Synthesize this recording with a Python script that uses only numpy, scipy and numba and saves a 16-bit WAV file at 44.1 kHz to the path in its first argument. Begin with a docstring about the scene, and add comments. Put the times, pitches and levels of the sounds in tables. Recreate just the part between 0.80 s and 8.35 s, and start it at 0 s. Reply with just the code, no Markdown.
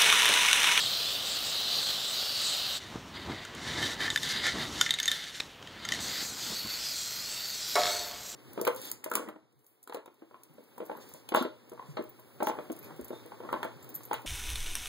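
"""A spray can hisses over a steel casting in a workshop, heard by one microphone on the painter's chest.
The jet is coloured noise with a moving roar and echoes off the steel; the shop is quiet shaped noise.
He lets go, turns and tips the can: scraping noise and struck modes make its mixing ball roll and knock,
uneven noise makes his clothes rub the microphone, and the button clicks as a few short partials.
He then sprays from further off, while metal falls and clatters in the shop as ringing modes and ticks."""
import sys
import numpy as np
from scipy import signal
from scipy.fft import rfft, irfft
from scipy.io import wavfile
from scipy.ndimage import uniform_filter1d, map_coordinates
from numba import njit

SR = 44100
rng = np.random.default_rng(int(sys.argv[2]) if len(sys.argv) > 2 else 0)


def gain_from_db(level_db):
    """Turn a decibel level (scalar or array-like) into a linear amplitude factor."""
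    decades = np.asarray(level_db, float) / 20
    return 10 ** decades


def master(y):
    """Save y as 16-bit WAV."""
    cut = np.clip(np.atleast_2d(y).T, -1, 1)
    pcm = np.round(cut * 32767)  # scale
    wavfile.write(sys.argv[1], SR, pcm.astype(np.int16))


N = 332955
T = np.arange(N) / SR
HZ = np.fft.rfftfreq(N, 1 / SR) + 1  # the offset keeps the logarithm finite


def unit(x):
    """Scale to rms 1."""
    return x / np.sqrt(np.mean(x ** 2))


def curves(table):
    """A smoothed on-off gate for the table's span, then its columns joined over time."""
    s, *columns = np.transpose(table)
    on = uniform_filter1d(1. * ((T >= s[0]) & (T <= s[-1])), size=300)
    return on, *(np.interp(T, s, column) for column in columns)


def shaped(x, points):
    """Colour a sound by (pitch_hz, level_db) points joined over log frequency."""
    hz, db = np.transpose(points)
    return irfft(rfft(x) * gain_from_db(np.interp(np.log(HZ), np.log(hz), db)), N)


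def band(x, lo_hz, hi_hz):
    """Band-pass."""
    return signal.sosfilt(signal.butter(3, [lo_hz, hi_hz], "band", fs=SR, output="sos"), x)


def walk(rate):
    """Random levels held 1 / rate seconds and slewed twice, at rms 1."""
    hold = int(SR / rate)
    steps = np.repeat(rng.standard_normal(N // hold + 1), hold)
    slewed = uniform_filter1d(uniform_filter1d(steps, hold), hold)
    return unit(slewed[:N])


def grit(spread_db):
    """Noise whose grains differ in size: 0 is smooth, more is crackly."""
    grain_db = spread_db * np.minimum(rng.exponential(size=N), 5)
    return unit(rng.standard_normal(N) * gain_from_db(grain_db))


@njit
def moving_band(x, hz, width_hz):
    """State-variable band-pass with a moving centre, gain 1 there."""
    y, b, l = np.empty(len(x)), 0., 0.  # b and l: band-pass and low-pass states
    for i in range(len(x)):
        g, k = np.tan(np.pi * hz[i] / SR), width_hz / hz[i]
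        v = (b + g * (x[i] - l)) / (1 + g * (g + k))
        b, l, y[i] = 2 * v - b, l + 2 * g * v, k * v
    return y


def ring(hz, gains, t60_ms, length_s):
    """Decaying modes with chance signs; each falls 60 dB in its ring time."""
    t = T[:int(length_s * SR), None]
    decay = 1000. ** (-1000 * t / np.clip(t60_ms, 4, 2000))
    signs = rng.choice([-1, 1], len(hz))
    return (gains * signs * np.sin(2 * np.pi * hz * t) * decay).sum(1)


def add(out, s, sound, peak_db):
    """Mix a sound in at s with the given peak."""
    i = int(s * SR)
    sound = sound[:N - i]
    out[i:i + len(sound)] += sound * gain_from_db(peak_db) / np.abs(sound).max()


def room(x, tail_db, fall_s):
    """The shop adds a diffuse tail of decaying noise."""
    tail = rng.standard_normal(SR) * np.exp(-T[:SR] / fall_s)
    return x + gain_from_db(tail_db) * signal.fftconvolve(x, tail / np.linalg.norm(tail))[:N]


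# the two spray passes, near then far: start_s, level_db of the jet, pitch_hz at the centre of its roar
SPRAY_PASSES = [
    [(0.0, -32.5, 3870), (0.05, -32.5, 3780), (0.8, -34, 3950), (0.96, -32, 4300), (1.06, -34, 3970),
     (1.07, -32, 3960), (1.27, -34, 4000), (1.4, -33, 4470), (1.51, -34, 4400), (1.79, -32.5, 4120),
     (1.97, -34.5, 3900), (2.0, -51, 4210)],
    [(5.2, -48, 3800), (5.26, -39.5, 4400), (5.42, -35.5, 4630), (5.47, -42, 4300), (5.575, -41.5, 4300),
     (5.6, -37, 4000), (5.75, -38, 4350), (5.88, -39.5, 4200), (5.9, -35, 4250), (6.07, -37.5, 4530),
     (6.24, -39, 4150), (6.33, -38, 4700), (6.45, -40, 4500), (6.58, -38, 3980), (6.86, -39.5, 4800),
     (7.1, -34.5, 4100), (7.37, -44.5, 4500), (7.55, -49.5, 3850)],
]
# the button in each pass: press_s, release_s, usual_db of the jet,
# upper_db of the upper hiss and fizz_db of the nozzle fizz, both over the usual jet
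BUTTON = [(-1, 1.98, -32.5, -8, -11.5), (5, 9, -37.5, -5, -9)]
# colour of the jet close to the chest: pitch_hz, level_db (relative)
NEAR_JET = [(47, -45), (80, -21), (329, -19), (682, -11.5), (950, -19.5), (1210, -12), (2300, -21),
            (3000, -4.5), (4080, 1.5), (4660, -2), (5810, -21), (8090, -8), (9660, -36), (14100, -27.5),
            (15700, -26)]
# colour of the jet from further off: pitch_hz, level_db (relative)
FAR_JET = [(180, -46), (300, -28), (601, -16.5), (956, -24.5), (1470, -10.5), (1680, -18.5), (1950, -12),
           (2810, -14.5), (3780, -3), (4530, 3), (5180, -13), (7960, -14), (9400, -30), (11700, -14.5),
           (15700, -14.5)]


def spray(table, button, colour, path_ms, echo, sweep_ms):
    """Turbulent jet: a roar whose centre follows the aim, and steadier hiss; nearby steel adds moving echoes."""
    upper_follows, fizz_follows = 0.31, 0.6  # share of the jet's level changes they take part in
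    upper_builds_s, fizz_builds_s, valve_shuts_s = 0.12, 0.03, 0.014  # time constants
    on, level_db, hz = curves(table)
    press_s, release_s, usual_db, upper_db, fizz_db = button
    since_s = np.maximum(T - press_s, 0)
    # the layers are scaled by the jet's level at the end, so take back what they do not follow
    upper_db = upper_db + (upper_follows - 1) * (level_db - usual_db)
    fizz_db = fizz_db + (fizz_follows - 1) * (level_db - usual_db)

    noise = shaped(grit(3.66), colour)
    scale = np.std(band(noise, 3900, 5960))
    low = band(noise, 34, 2220) / scale
    body = band(noise, 2900, 5840) / scale
    aim_hz = hz * (1 + 0.02 * walk(8))
    roar = unit(moving_band(rng.standard_normal(N), aim_hz, 930.0)) * gain_from_db(1.8 * walk(11))
    upper = unit(band(noise, 5750, 10150)) * gain_from_db(upper_db + 2.44 * walk(14))
    fizz = unit(band(noise, 9580, 15100)) * gain_from_db(fizz_db + 1.5 * walk(24))

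    jet = 0.68 * body * gain_from_db(1.1 * walk(14)) + 0.78 * roar
    valve = np.exp(-np.maximum(T - release_s, 0) / valve_shuts_s)
    upper_rise = np.tanh(since_s / upper_builds_s)
    fizz_rise = np.tanh(since_s / fizz_builds_s) ** 2
    jet = jet + valve * (upper * upper_rise + fizz * fizz_rise)
    out = jet
    for ms in path_ms:
        # the hand sweeps the can, so each echo's path and strength keep changing
        lag = SR / 1000 * (ms + sweep_ms * walk(8))
        strength = echo * gain_from_db(1.75 * walk(5.4))
        out = out + strength * map_coordinates(jet, [np.arange(N) - lag], order=3)
    return on * gain_from_db(level_db) * (low + out / np.sqrt(1 + len(path_ms) * echo ** 2))


# colour of the empty shop: pitch_hz, level_db (relative)
SHOP_COLOUR = [(18, -40), (30, 1), (141, 5), (361, 0), (434, 0), (1170, -2.5), (2320, -4), (3010, 0),
               (5360, -16.5), (6970, -31), (15700, -23)]


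def shop():
    """The quiet hum and hiss of the room: shaped noise whose level drifts."""
    return gain_from_db(-51 + 1.0 * walk(3.5)) * unit(shaped(rng.standard_normal(N), SHOP_COLOUR))


# cloth on the microphone: start_s, level_db of the rub
CLOTH = [(1.95, -57.5), (2.13, -48), (2.16, -43), (2.19, -51.5), (2.38, -49.5), (2.5, -38), (2.64, -59),
         (2.7, -50.5), (3.05, -38), (3.14, -47), (3.72, -49), (3.76, -37.5), (4.2, -62), (4.31, -59),
         (4.57, -79), (4.6, -58), (4.67, -56), (4.77, -73), (4.82, -52), (4.92, -59), (5.14, -46.5),
         (5.61, -56.5), (5.73, -44), (5.82, -77), (5.86, -43), (5.9, -69), (6.1, -60)]
# tugs on the microphone: start_s, peak_db, pitch_hz
TUGS = [(2.156, -28.5, 328), (5.426, -33.5, 292), (5.849, -35.5, 197)]


def cloth():
    """Fabric drags over the microphone in uneven slips; a few tugs thump."""
    middle_db, rustle_db, follows = -54, -2, 0.89  # at middle_db rub, the rustle is rustle_db over it
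    sleeve_db = -18  # rustle of the sleeve that tips the can, over the rolling
    on, level_db = curves(CLOTH)
    rustle = on * gain_from_db(middle_db + rustle_db + follows * (level_db - middle_db))
    rolling_gain, _ = motion()
    rustle = rustle + rolling_gain * gain_from_db(sleeve_db)
    slips = grit(3.35) * gain_from_db(1.67 * walk(30))
    out = on * gain_from_db(level_db) * unit(band(slips, 60, 340)) + rustle * unit(band(slips, 340, 1300))
    t = T[:800]
    for s, peak_db, hz in TUGS:
        add(out, s, np.sin(2 * np.pi * hz * t) * t * np.exp(-t / 0.0015), peak_db)
    return out


# ball and paint moving in the can: start_s, level_db of the scraped wall, paint_db thrown about
ROLL = [(2.0, -52, 2), (2.27, -62.5, 6), (2.55, -45.5, -7), (2.72, -54, -2.5), (2.88, -45.5, 2.5),
        (3.17, -56.5, -2), (3.35, -51, 12), (3.6, -40, -4), (3.9, -52.5, 9), (4.02, -41, 3),
        (4.17, -46.5, 1), (4.33, -41.5, 5), (4.61, -53, 3.5), (4.78, -71.5, 9.5), (4.98, -50, -7),
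        (5.13, -45.5, 2.5), (5.42, -44.5, -8), (5.55, -60, -6)]
# shakes that send ball and paint along the wall: start_s, length_s, level_db, paint_db thrown about
SHAKES = [(2.105, .06, -61, -2), (2.351, 0.024, -50, -6), (2.888, 0.11, -43, -6), (3.021, 0.12, -43.5, 4.5),
          (3.209, 0.055, -34.5, -4), (3.429, 0.09, -51, 10.5), (3.645, 0.046, -35.5, -6),
          (3.8, 0.065, -47, -2.5)]


def motion():
    """Gain and thrown paint of the can's contents: slow roll plus shakes; the stronger sets the colour."""
    rise_s, fall_s = 0.012, 0.018  # time constants of a shake
    on, level_db, paint_db = curves(ROLL)
    gain = on * gain_from_db(level_db)
    paint = gain * paint_db
    for s, length_s, shake_db, thrown_db in SHAKES:
        slope = np.minimum((T - s) / rise_s, (s + length_s - T) / fall_s)
        shake = gain_from_db(shake_db) * np.exp(np.minimum(0, slope))
        gain, paint = gain + shake, paint + shake * thrown_db
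    return gain, paint / (gain + 1e-9)


# modes of the can: pitch_hz, level_db (relative), ring_ms to fall 60 dB; the knocks strike them too
CAN = [(1408, 3, 80), (1790, 8, 85), (1973, 9, 26), (2110, 9.5, 34), (3127, 4, 86), (3565, 4, 49),
       (3770, 9, 16.3), (4210, -16, 140), (4800, 1, 58), (5270, -29, 92), (5900, 11.5, 36),
       (6560, 12.5, 96), (7140, 14, 45), (7940, 2, 150), (8330, 5.5, 64)]


def rolling():
    """The ball scrapes the wall: dense tiny impacts ring the can's modes, each more or less as it moves on."""
    gain, paint_db = motion()
    rub = grit(3.52) * gain_from_db(1.2 * walk(40))
    groups = np.zeros((3, N))  # low, middle and upper modes
    for hz, db, t60_ms in CAN:
        r = 1000. ** (-1000 / t60_ms / SR)
        mode = signal.lfilter([1], [1, -2 * r * np.cos(2 * np.pi * hz / SR), r * r], rub)
        groups[int(hz > 2600) + int(hz > 5000)] += unit(mode) * gain_from_db(db + 3.0 * walk(6))
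    # louder rolling presses the ball harder, and the wall modes stand out of the scrape
    firm = (gain / gain_from_db(-38.5)) ** 0.5

    def blend(modes, scrape, share):
        """Wall modes against bare scrape, kept at one level."""
        return (firm * unit(modes) + share * unit(scrape)) / np.hypot(firm, share)

    low_wall = blend(groups[0], band(rub, 1260, 2730), 0.91)
    middle_wall = blend(groups[1], band(rub, 2350, 4780), 1.3)
    swirl = unit(shaped(rub, [(4300, -30), (5200, 8.5), (7500, -1), (9500, -9), (12000, -42)]))
    swish = unit(unit(groups[2]) + 8.5 * swirl)
    late_rub = np.roll(rub, 400)  # 9 ms behind the scrape
    splash = unit(shaped(late_rub, [(7000, -21), (8800, 3.5), (12000, 4), (16000, -7)]))
    out = low_wall
    # each layer: dB over the low wall modes, share of the thrown paint's dB
    for layer, db, share in ((middle_wall, 1.75, 0.4), (swish, -2, 0.8), (splash, -16, 1.1)):
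        out = out + layer * gain_from_db(db + share * paint_db + 1.2 * walk(16))
    return gain * out


# knocks of the ball: start_s, peak_db, low_hz and high_hz of the favoured modes,
# bright_db tilt to the upper modes, ring_share of the can's ring times
KNOCKS = [(2.6506, -29.5, 1320, 7360, 1, 0.44), (2.75, -32, 1390, 3050, 5, 0.33),
          (3.027, -20.5, 1810, 3060, 0, 0.61), (3.2794, -20, 1800, 3210, -11, 0.33),
          (3.3027, -13.5, 1930, 3600, 0.5, 0.92), (3.3599, -10.5, 1790, 3370, -0.5, 0.21),
          (3.3746, -18.5, 1900, 3580, 0.5, 0.4), (3.4319, -19, 1700, 3670, 2, 0.43),
          (3.49, -25, 1900, 5500, 9, 0.3), (3.6673, -16, 1780, 4470, 2, 0.18),
          (3.6795, -22, 1740, 3500, -6, 0.46), (4.0118, -4.5, 1400, 3490, 0.5, 0.38),
          (4.062, -18.5, 1940, 3570, -5, 0.65), (4.0925, -20, 1960, 3540, -5, 0.4),
          (4.1073, -8.5, 2060, 3800, 5.5, 0.66), (4.139, -16, 2100, 3770, 5.5, 1),
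          (4.1873, -18.5, 2150, 3920, 3, 0.92), (4.1999, -13, 1670, 3620, 3, 0.3),
          (4.2303, -19, 2110, 6560, 6, 0.4), (4.2572, -18, 2090, 6800, 6, 0.4),
          (4.2785, -15, 1750, 3580, 3.5, 0.5), (4.2812, -16, 1740, 3550, 3, 0.51),
          (4.3157, -12, 1740, 3750, 7, 0.71), (4.8263, -34, 1380, 2930, -5, 0.23),
          (4.8731, -32.5, 1730, 2880, -3, 0.29), (5.0515, -23, 1450, 6560, -2, 0.6),
          (5.0885, -18.5, 1740, 3500, 1, 0.34), (5.1213, -14, 1960, 6100, -0.5, 0.4),
          (5.1378, -20, 2050, 4000, 3, 0.28), (5.1474, -23, 2080, 4170, 2, 0.55)]


def knocks():
    """Each knock is a short crack, then the can's modes; place and grip set the colour and the damping."""
    hz, db, t60_ms = np.transpose(CAN)
    out = np.zeros(N)
    for s, peak_db, *spot_hz, bright_db, share in KNOCKS:
        low_db, middle_db, upper_db = np.add((-13.5, -8.5, -18), bright_db * np.arange(-1, 2))
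        group_db = np.where(hz < 2600, low_db, np.where(hz < 5000, middle_db, upper_db))
        # modes near a favoured pitch are louder and ring longer
        spot = np.exp(-(np.log(hz[:, None] / spot_hz) / 0.096) ** 2).sum(1)
        ring_ms = share * t60_ms * 1.7 ** spot * np.where(hz < 5000, 1, 0.5)
        detune, uneven = rng.standard_normal((2, len(hz)))
        mode_db = db + group_db + 9.7 * spot + 3.0 * uneven
        modes = ring(hz * (1 + 0.012 * detune), gain_from_db(mode_db), ring_ms, 0.2)
        burst = rng.standard_normal(len(modes)) * np.exp(-T[:len(modes)] / 0.0019)
        crack = gain_from_db(low_db) * band(burst, 1500, 2720)
        crack += gain_from_db(middle_db) * band(burst, 2120, 6540)
        crack += gain_from_db(upper_db) * band(burst, 5400, 13000)
        add(out, s, band(modes + 7.2 * crack, 900, 16000), peak_db)
    return room(out, -13.5, 0.018)


# clicks of the plastic button: start_s, peak_db, pitch_hz of the lowest partial
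CLICKS = [(4.601, -20, 2750), (4.6044, -13.5, 2480)]


def button_clicks():
    """The button ticks as five partials that die within milliseconds."""
    ratios, gains = np.array([1, 1.5, 2.1, 2.9, 4.2]), gain_from_db([-1.5, 3, -7, -10.5, -33])
    out = np.zeros(N)
    for s, peak_db, click_hz in CLICKS:
        add(out, s, ring(click_hz * ratios, gains, 8.9, 0.05), peak_db)
    return room(out, -13.5, 0.018)


# modes of the fallen metal: pitch_hz (each is split in two around it), level_db (relative), ring_ms to fall 60 dB
METAL = [(148, -20, 70), (350, -6, 44), (510, -16, 380), (581, -7, 200), (603, -9, 460), (703, -6, 620),
         (721, -5.5, 540), (895, -8.5, 260), (1127, -2.5, 140), (1287, -2, 150), (1430, -17, 80),
         (1740, -17, 65), (2110, -18, 90), (2200, -1, 130), (4000, 0.5, 50), (5460, 1, 33)]
# its landing: start_s, peak_db
LANDING = [(6.955, -14)]
# ticks of its loose part: start_s, peak_db, pitch_hz of the second partial
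RATTLE = [(7.007, -21, 1980), (7.0174, -16, 2080), (7.035, -15.5, 1710), (7.051, -27, 2010),
          (7.056, -15, 1660), (7.0684, -20, 2090), (7.0758, -20, 1570)]


def fallen_metal():
    """One landing cracks, thuds and rings the piece, which wobbles as it rocks; a loose part ticks on it."""
    hz, db, t60_ms = np.transpose(METAL)
    ratios, gains = np.array([.85, 1, 1.2, 2.2, 3.3]), gain_from_db([-10, 3, -4, 4, -1.5])
    out = np.zeros(N)
    for s, peak_db in LANDING:
        modes = 0
        for tune in (0.988, 1.008):  # two detuned copies beat together
            wobble = gain_from_db(2.0 * walk(45)[:int(0.6 * SR)])
            modes = modes + ring(hz * tune, gain_from_db(db), t60_ms, 0.6) * wobble
        noise = rng.standard_normal(len(modes))
        thud = band(noise * np.exp(-T[:len(modes)] / 0.033), 320, 1880)
        crack = band(noise * np.exp(-T[:len(modes)] / 0.0061), 3500, 10000)
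        add(out, s, modes + 3.8 * thud + 1.5 * crack, peak_db)
    for s, peak_db, tick_hz in RATTLE:
        add(out, s, ring(tick_hz * ratios, gains, 5.5, 0.05), peak_db)
    return room(out, -4.5, 0.17)


def scene():
    """All sources reach one microphone, the same in both channels."""
    near = spray(SPRAY_PASSES[0], BUTTON[0], NEAR_JET, path_ms=(.45, 1.1, 1.9), echo=0.16, sweep_ms=0.054)
    far = spray(SPRAY_PASSES[1], BUTTON[1], FAR_JET, path_ms=(.5, 1.2, 2.1), echo=0.3, sweep_ms=0.072)
    can = rolling() + knocks() + button_clicks()
    mono = near + far + shop() + cloth() + can + fallen_metal()
    return np.array([mono, mono])


def band_limit(x):
    """A steep low-pass at the top of the band."""
    return signal.sosfilt(signal.butter(12, 16640, fs=SR, output="sos"), x)


def record(dry):
    """The microphone drops the deepest bass and the top is cut steeply at 15750 Hz."""
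    x = signal.sosfilt(signal.butter(1, 35, "high", fs=SR, output="sos"), dry)
    x = signal.sosfilt(signal.ellip(14, 0.3, 70, 15750, fs=SR, output="sos"), x)
    return band_limit(x)


dry = scene()
out = record(dry)
master(out)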